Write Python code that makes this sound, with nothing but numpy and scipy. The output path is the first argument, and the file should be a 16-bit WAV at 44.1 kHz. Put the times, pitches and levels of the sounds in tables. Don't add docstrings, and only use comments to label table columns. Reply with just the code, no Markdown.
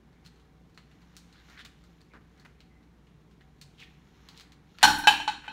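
import sys
import numpy as np
from scipy import signal
from scipy.fft import rfft, irfft
from scipy.io import wavfile
from scipy.ndimage import uniform_filter1d

SR = 44100
rng = np.random.default_rng(int(sys.argv[2]) if len(sys.argv) > 2 else 0)


def digitize_waveform(pressure):
    field = np.atleast_2d(pressure).T
    bounded = np.clip(field, -1, 1)
    quanta = np.round(bounded * 32767).astype(np.int16)
    wavfile.write(sys.argv[1], SR, quanta)


def voltage_ratio(decibels):
    exponent = np.asarray(decibels, float) / 20
    return 10 ** exponent


N = 243431

# start_s, ring_level_db, free_ring_s, rocking_level_db, crash_level_db
BOUNCES = [
    (4.8289, -18.5, 0.032, -19, -13.5),
    (5.0716, -6.5, 0.021, -20.5, -18),
    (5.2773, -19, 0.025, -34, -32.5),
    (5.4788, -28.5, 0.0054, -39.5, -51.5),
]
# pitch_hz, level_db at bounces 1, 2, 3, 4
WALL_MODES = [(769, 1.5, -32, -46, -21), (849, 8, -1, -1, 1.5), (928.5, 3, -14, -25, -20),
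              (1380, -16, -33, -33, -25), (1518, 6.5, -24, -14.5, 0), (1595, 3, -38, -25, -7),
              (1628, -20, -3.5, -27, -25), (2040, -11, -26, -21, -11), (2427, -14, -15.5, -19, -6),
              (2632, -27, -6, -18, -8), (3035, -2.5, -8.5, -16.5, -16), (3030, -10, -12, -20, -7.5),
              (3855, -19, -12, -17, -15), (4175, 2, -22, -20, -24)]
# pitch_hz, level_db
RIM_MODES = [(1870, -21), (3420, -25), (4350, -3), (4770, -23), (5340, -9), (5730, -6), (6270, -13),
             (6810, -12), (7075, -8.5), (7840, -19), (9395, -13), (10100, -19.5), (11250, -22),
             (12250, -23)]
# pitch_hz, level_db
HANDLE_MODES = [(1225, -9), (1736, -10), (2240, -15), (4630, -17), (5150, -19), (5920, -15), (8060, -18),
                (8480, -25), (8710, -29), (9220, -22), (11800, -21), (12400, -17), (13050, -26),
                (13800, -30)]
# free_level_db, rocking_level_db, slope_db_per_khz
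RIM_SHARE = [(0, -7, 0.04), (-19, -6.5, -0.06), (-20, -6, -1), (-12, -8, -1.75)]
# pitch_hz, width_hz, level_db after bounce 1, after 2, after both 3 and 4
ROCKING_MODES = [(860, 63, -1.5, 1, -2), (1076, 15, -29, -25, -7), (1539, 55, 0, -16.5, -3),
                 (1620, 42, -7, -7, -3), (2460, 25, -16, -7, -18), (2600, 40, -16, -8, -2.5),
                 (2750, 36, -26, -1.5, -10), (2900, 22, -22, -5, -14), (3080, 115, -16, -4.5, -12),
                 (3200, 25, -16, -12, -9), (3770, 76, -16, -10, -11), (3970, 20, -22, -19, -12),
                 (4190, 38, -6, -9, -7), (5550, 61, -18, -17, -26)]
ROCKING_T60 = [0.53, 0.31, 0.38, 0.32]
# start_s, level_db re rocking
JOLTS = [(4.876, -4.5), (4.986, -19), (5.038, -13), (5.137, -20.5), (5.2, -12.5)]
# pitch_hz, level_db
CRASH_COLOUR = [(250, -29.5), (600, -26.5), (850, 1.5), (1200, -14), (1600, -9), (2200, -17), (3000, -12.5),
                (4300, -9.5), (5000, -21), (8000, -25.5), (16000, -72)]
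# pitch_hz, level_db, t60_s
BASIN_MODES = [(59.8, -2, 0.64), (79, -6, 0.1), (165.5, -1, 0.49), (229.2, -0.5, 0.43), (293, -1.5, .9),
               (311.3, -6, 0.72), (386, -9, 0.38), (444, -9, 0.29), (542, -9, 0.37)]
THUD_DB = [-31, -41.5, -56, -51]
# start_s, level_db
BUMPS = [
    (2.14, -55.5),
    (2.201, -67),
    (4.118, -78),
]
# start_s, level_db, t60_s
SPRAY = [
    (4.829, -22.5, 0.018),
    (4.832, -37, 0.61),
    (4.985, -44.5, 0.12),
    (5.071, -38.5, 0.28),
    (5.277, -71, 0.25),
    (5.313, -66, 0.12),
]
# pitch_hz, level_db
SPRAY_COLOUR = [(5000, -26), (9000, -2.0), (12300, -8), (13500, -7), (16000, -7.5)]

# start_s, effort_db, soak_db (plus is soggy and low, minus foamy and high)
WRINGING = [(0.0, -78.5, 3), (.33, -73.5, 1.5), (.52, -77, 1.5), (.73, -81, -2), (1.02, -71, 2),
            (1.38, -72, -0.5), (1.53, -63, 0.5), (1.68, -87, -8), (1.84, -71.5, 0.5), (2.17, -81, -2),
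            (2.37, -74, 0.1), (2.7, -79, 2.1), (3.66, -77.5, -1), (3.78, -73, -2), (4.02, -73, 1),
            (4.37, -64.5, 0.5), (4.54, -79, 8.5), (4.8, -70.5, -6.5)]
# pitch_hz, level_db
SQUELCH = [(400, -40.5), (800, 6), (1500, 3.5), (2300, 4), (3200, -36.5)]
SLOSH = [(1800, -12.5), (2800, 0), (4200, -1.5), (5200, -20), (7000, -32)]
FIZZ = [(3800, -13), (5200, 10), (7000, 8), (8200, -14), (12000, -2), (16000, -11)]
# offset_db, soak_share (ratio)
LAYERS = [(-0.5, 1.01), (-1.5, -1.01), (-7, -0.96)]
# start_s, length_s, pitch_hz (centre),
# width_hz, level_db
STROKES = [(0.238, 0.053, 4140, 3540, -63.5), (1.312, 0.14, 1620, 900, -65), (1.324, 0.12, 3800, 1500, -67),
           (1.473, 0.13, 1710, 1100, -60.5), (1.56, 0.069, 1710, 1060, -51.5),
           (1.574, 0.065, 3330, 1800, -54), (2.096, 0.059, 2190, 500, -66),
           (2.133, 0.052, 1270, 940, -55.5), (2.353, 0.1, 1580, 915, -67.5),
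           (2.444, 0.026, 1510, 2070, -54), (3.767, 0.094, 3080, 1620, -54.5),
           (3.807, 0.041, 2220, 800, -53.5), (4.349, 0.085, 3460, 1810, -58),
           (4.803, 0.045, 1970, 2540, -45), (3.401, 0.03, 1880, 696, -63.5),
           (1.646, .022, 2600, 2520, -51.5), (5.422, 0.1, 2150, 1880, -56)]
# start_s, length_s, pitch_hz, level_db
SQUEAKS = [
    (2.683, 0.18, 2040, -73.5),
    (3.81, 0.097, 1860, -67.5),
    (4.738, 0.06, 1360, -67),
]

# start_s, ping_level_db, low_knock_db re ping, middle_ring_db re ping
TICKS = [(0.262, -44, -13, -4), (0.7462, -56.5, -7, -11), (0.776, -46.5, 6, 4.5), (0.9142, -59, 3, 6.5),
         (1.327, -50.5, -7, -4), (1.4864, -56, 12, -5), (1.4992, -48.5, 2, -19), (1.8393, -53.5, 2, -14),
         (2.1365, -59.5, 21, 1), (2.398, -50, -12, -16), (2.605, -51, -5, 7.5), (3.0684, -64.5, -2, 13.5),
         (3.4096, -61, 3, 8), (3.8013, -45.5, 3.5, -8),  (5.4428, -57, 23.5, 17)]
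# start_s, ping_level_db
DRIPS = [(0.1294, -65), (0.3594, -62), (0.398, -59.5), (1.0176, -59), (1.1529, -57), (2.0076, -57.5),
         (2.377, -61), (2.8292, -65), (3.312, -60), (3.836, -53), (0.697, -62), (3.585, -70)]
# start_s, ping_level_db, then re ping low_knock_db, middle_ring_db, treble_db
CLINKS = [(0.2514, -59.5, 8, 7, -7), (1.1668, -38.5, -7, -5, -6), (1.6497, -41, 1, 1.5, -6),
          (2.4502, -58, 11, -1, -5), (4.4085, -40, -5, -1, -10.5), (4.521, -46, -7, -1, -13),
          (4.786, -36.5, 1, -2, -18), (1.5759, -47, 1, -5, -25), (4.2877, -36.5, -6, -6.5, -15),
          (3.6142, -36.5, -7.5, -3.5, -9)]
# start_s, ping_level_db, low_knock_db re ping, middle_ring_db re ping
SNAPS = [(2.016, -48.5, -5, -15), (3.819, -51, -7, -1), (4.37, -49, -17, -8), (4.3763, -37, -20, -5),
         (4.398, -35.5, -11, -7)]

# pitch_hz, t60_s
ROOM_T60 = [(200, 1), (800, 0.25), (2000, 0.64), (5000, 0.42), (10000, 0.56), (16000, 0.13)]
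# pitch_hz, level_db
AIR_COLOUR = [(20, -45), (35, -9.5), (60, -6), (100, -7), (160, -5.5), (250, -9), (450, -15), (560, -22),
              (1000, -23.5), (1700, -27.5), (3000, -35), (4500, -39), (8000, -45), (16000, -52)]
# pitch_hz, width_hz, level_db
HUM_LINES = [(63.2, 8.3, -79), (147.4, 14.4, -66), (170.6, 9.9, -66), (231, 16, -74.5), (297.6, 9.1, -75.5),
             (457.5, 9.2, -81), (758, 16, -80.5)]


def evened(x):
    return x / np.sqrt(np.mean(x ** 2) + 1e-20)


def read(points, hz):
    f, value = np.transpose(points)
    return np.interp(np.log(hz + 1), np.log(f + 1), value)


def add(mix, start_s, sound):
    part = mix[round(start_s * SR):][:len(sound)]
    part += sound[:len(part)]


def colour(x, points):
    hz = abs(np.fft.fftfreq(4096, 1 / SR))
    log_gain = np.log(voltage_ratio(np.maximum(read(points, hz), -100)))
    response = np.exp(np.conj(signal.hilbert(log_gain)))
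    taps = np.fft.ifft(response).real[:2048]
    return signal.oaconvolve(x, taps)[:len(x)]


def resonate(x, hz, width_hz):
    r = np.exp(-np.pi * width_hz / SR)
    pole = r * np.exp(2j * np.pi * hz / SR)
    return 2 * signal.lfilter([1 - r], [1, -pole], x).real


def ring(modes, t):
    hz, db, t60 = np.transpose(modes)[:, :, None]
    decay = voltage_ratio(db - 60 * t / np.clip(t60, .02, 1.2))
    return (decay * np.sin(2 * np.pi * hz * t)).sum(0)


def grains(size, grain_db, per_s):
    big = voltage_ratio(grain_db * np.minimum(rng.exponential(1, size), 5))
    return big * (rng.random(size) < per_s / SR) * rng.standard_normal(size)


def free_ring(k, t):
    free_db, _, slope_db = RIM_SHARE[k]
    ring_t60 = .45
    modes = [(f, g[k], ring_t60) for f, *g in WALL_MODES]
    modes += [(f, g + free_db + slope_db * f / 1e3, ring_t60) for f, g in RIM_MODES + HANDLE_MODES]
    swing = 1 - 0.7 * np.exp(-t / 0.004)
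    return ring(modes, t) * swing


def rocking(k, t):
    _, held_db, slope_db = RIM_SHARE[k]
    rim_width_hz, skirt = 34, 3.5
    modes = [(f, w, g[min(k, len(g) - 1)], 0 * t) for f, w, *g in ROCKING_MODES]
    for f, g in RIM_MODES + HANDLE_MODES:
        fade_db = -70 * t * f / 20000.0
        modes.append((f, rim_width_hz, g + held_db + slope_db * f / 1e3, fade_db))
    shake = rng.standard_normal(len(t))
    blur = np.zeros(len(t))
    for f, w, g, fade_db in modes:
        line = resonate(resonate(shake, f, 0.87 * w), f, skirt * w)
        blur += voltage_ratio(g + fade_db) * line
    return evened(blur)


def contact_force(k, start_s, touch, t):
    force = voltage_ratio(-60 * t / ROCKING_T60[k]) * (.2 + .8 * touch)
    for at_s, jolt_db in JOLTS:
        belongs = 0 < at_s - start_s < .22
        since = np.maximum(t + start_s - at_s, 0) * belongs
        force = force + voltage_ratio(jolt_db - 60 * since / 0.14) * (1 - np.exp(-since / 0.00098))
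    return force


def basin_crash(crash_db, touch, t):
    crash = evened(colour(rng.standard_normal(len(t)), CRASH_COLOUR))
    decay = voltage_ratio(-60 * t / 0.34) + 1.8 * voltage_ratio(-60 * t / 0.015)
    return crash * voltage_ratio(crash_db - 6.1 * touch) * decay


def pan():
    t, out = np.arange(round(.7 * SR)) / SR, np.zeros(N)
    for k, (start_s, ring_db, free_s, rock_db, crash_db) in enumerate(BOUNCES):
        touch = 1 / (1 + np.exp(np.clip((free_s - t) / 0.0047, -50, 50)))
        tone = voltage_ratio(ring_db) * free_ring(k, t) * (1 - touch)
        rocked = voltage_ratio(rock_db) * contact_force(k, start_s, touch, t) * rocking(k, t)
        crash = basin_crash(crash_db, touch, t)
        thud = voltage_ratio(THUD_DB[k]) * ring(BASIN_MODES, t) * (1 - np.exp(-t / 0.021))
        onset = np.minimum(t / .0005, 1)
        add(out, start_s, (tone + rocked + crash) * onset + thud)
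    for start_s, db in BUMPS:
        add(out, start_s, voltage_ratio(db) * ring(BASIN_MODES, t) * voltage_ratio(-60 * t / .5))
    return out


def spray():
    t, level = np.arange(SR // 2) / SR, np.zeros(N)
    for start_s, db, t60 in SPRAY:
        add(level, start_s, voltage_ratio(db - 60 * t / t60))
    hiss = colour(rng.standard_normal(N), SPRAY_COLOUR)
    return evened(hiss) * level


def cloth(lump_db=0.5):
    start_s, effort_db, soak_db = np.transpose(WRINGING)
    t, out = np.arange(N) / SR, np.zeros(N)
    lumps = evened(uniform_filter1d(rng.standard_normal(N), 500))
    for points, (offset_db, share) in zip((SQUELCH, SLOSH, FIZZ), LAYERS):
        bursts = grains(N, grain_db=-0.5, per_s=4000)
        water = evened(colour(bursts, points) * voltage_ratio(lump_db * lumps))
        level_db = np.interp(t, start_s, effort_db + offset_db + share * soak_db, right=-80)
        out += water * voltage_ratio(level_db)
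    return out


def strokes():
    out = np.zeros(N)
    for start_s, length_s, hz, width_hz, db in STROKES:
        rub = grains(SR // 4, grain_db=0.5, per_s=3600)[:round(length_s * SR)]
        rub = evened(resonate(resonate(rub, hz, width_hz), hz, width_hz))
        add(out, start_s, voltage_ratio(db) * rub * signal.windows.tukey(len(rub), .7))
    return out


def squeaks():
    out = np.zeros(N)
    for start_s, length_s, hz, db in SQUEAKS:
        slip = resonate(rng.standard_normal(round(.2 * SR)), hz, 30)[:round(length_s * SR)]
        add(out, start_s, voltage_ratio(db) * evened(slip) * signal.windows.tukey(len(slip), .5))
    return out


def tick_rows(treble_db=-11.5, dry_db=-12):
    drips = [(s, db, 0.5, -0.5) for s, db in DRIPS]
    rows = [(*row, treble_db, 0) for row in TICKS + drips]
    rows += [(*row, 0) for row in CLINKS]
    return rows + [(*row, treble_db, dry_db) for row in SNAPS]


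def ticks(echo_t60=0.12, dip_db=-4):
    t, out = np.arange(9000) / SR, np.zeros(N)
    for start_s, db, low_db, mid_db, high_db, dry_db in tick_rows():
        z = rng.standard_normal(len(t))
        snap = 3.6 * (t == 0) + .9 * z * np.exp(-t / .0008)
        echo_db = dry_db - 8 - 0.15 * (db + 47.5)
        echo = z * voltage_ratio(echo_db - 60 * t / echo_t60) * (1 - np.exp(-t / 0.0011))
        shape = [(500, low_db - 18), (1400, low_db), (2000, (low_db + mid_db) / 2 + dip_db),
                 (2750, mid_db - 3.0), (3400, mid_db / 2 + dip_db), (4300, 0.28),
                 (5200, high_db / 2 + dip_db), (7000, high_db), (11000, high_db - 14.0),
                 (16000, high_db - 12.0)]
        add(out, start_s, voltage_ratio(db + 8) * colour(snap + echo, shape))
    return out


def room(x):
    taps, at = np.zeros((3, SR)), np.arange(120, SR - 20, 20)
    places = at + rng.integers(0, 20, (3, len(at)))
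    np.put_along_axis(taps, places, rng.choice([-1., 1.], (3, len(at))), 1)
    hz, t, z = signal.stft(taps, SR, nperseg=256)
    decay = voltage_ratio(-60 * t / read(ROOM_T60, hz)[:, None])
    tail = signal.istft(z * decay, SR, nperseg=256)[1]
    phase = 40 * np.arange(N) / SR + np.arange(3)[:, None] / 3
    turn = np.cos(2 * np.pi * phase) * np.sqrt(2 / 3)
    return signal.fftconvolve(x * turn, tail / np.linalg.norm(tail[0]), axes=1)[:, :N].sum(0)


def air():
    hz = np.fft.rfftfreq(N, 1 / SR)
    tone = evened(irfft(rfft(rng.standard_normal(N)) * voltage_ratio(read(AIR_COLOUR, hz)), N))
    shake = rng.standard_normal(N)
    mains = voltage_ratio(-61) * np.sin(2 * np.pi * 60.0 * np.arange(N) / SR)
    lines = sum(voltage_ratio(db) * evened(resonate(resonate(shake, f, w), f, w)) for f, w, db in HUM_LINES)
    return voltage_ratio(-61.5) * tone + lines + mains


def scene():
    metal, hands = pan(), ticks() + strokes()
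    metal = signal.sosfilt(signal.butter(4, 52, "high", fs=SR, output="sos"), metal)
    wet = room(voltage_ratio(-12.0) * metal + voltage_ratio(-10.0) * hands)
    return (metal + hands + wet + squeaks() + spray() + cloth() + air())[None]


def roll_off(x):
    return signal.sosfilt(signal.butter(12, 16620, fs=SR, output="sos"), x)


def record(dry, ceiling=.74):
    limited = dry / (1 + abs(dry / ceiling) ** 4) ** .25
    high_pass = signal.butter(2, 40, "high", fs=SR, output="sos")
    limited = dry + signal.sosfilt(high_pass, limited - dry)
    edge = signal.firwin(511, 15800, window=("kaiser", 9), fs=SR)
    return roll_off(signal.oaconvolve(limited, edge[None], "same"))


dry = scene()
out = record(dry)
digitize_waveform(out)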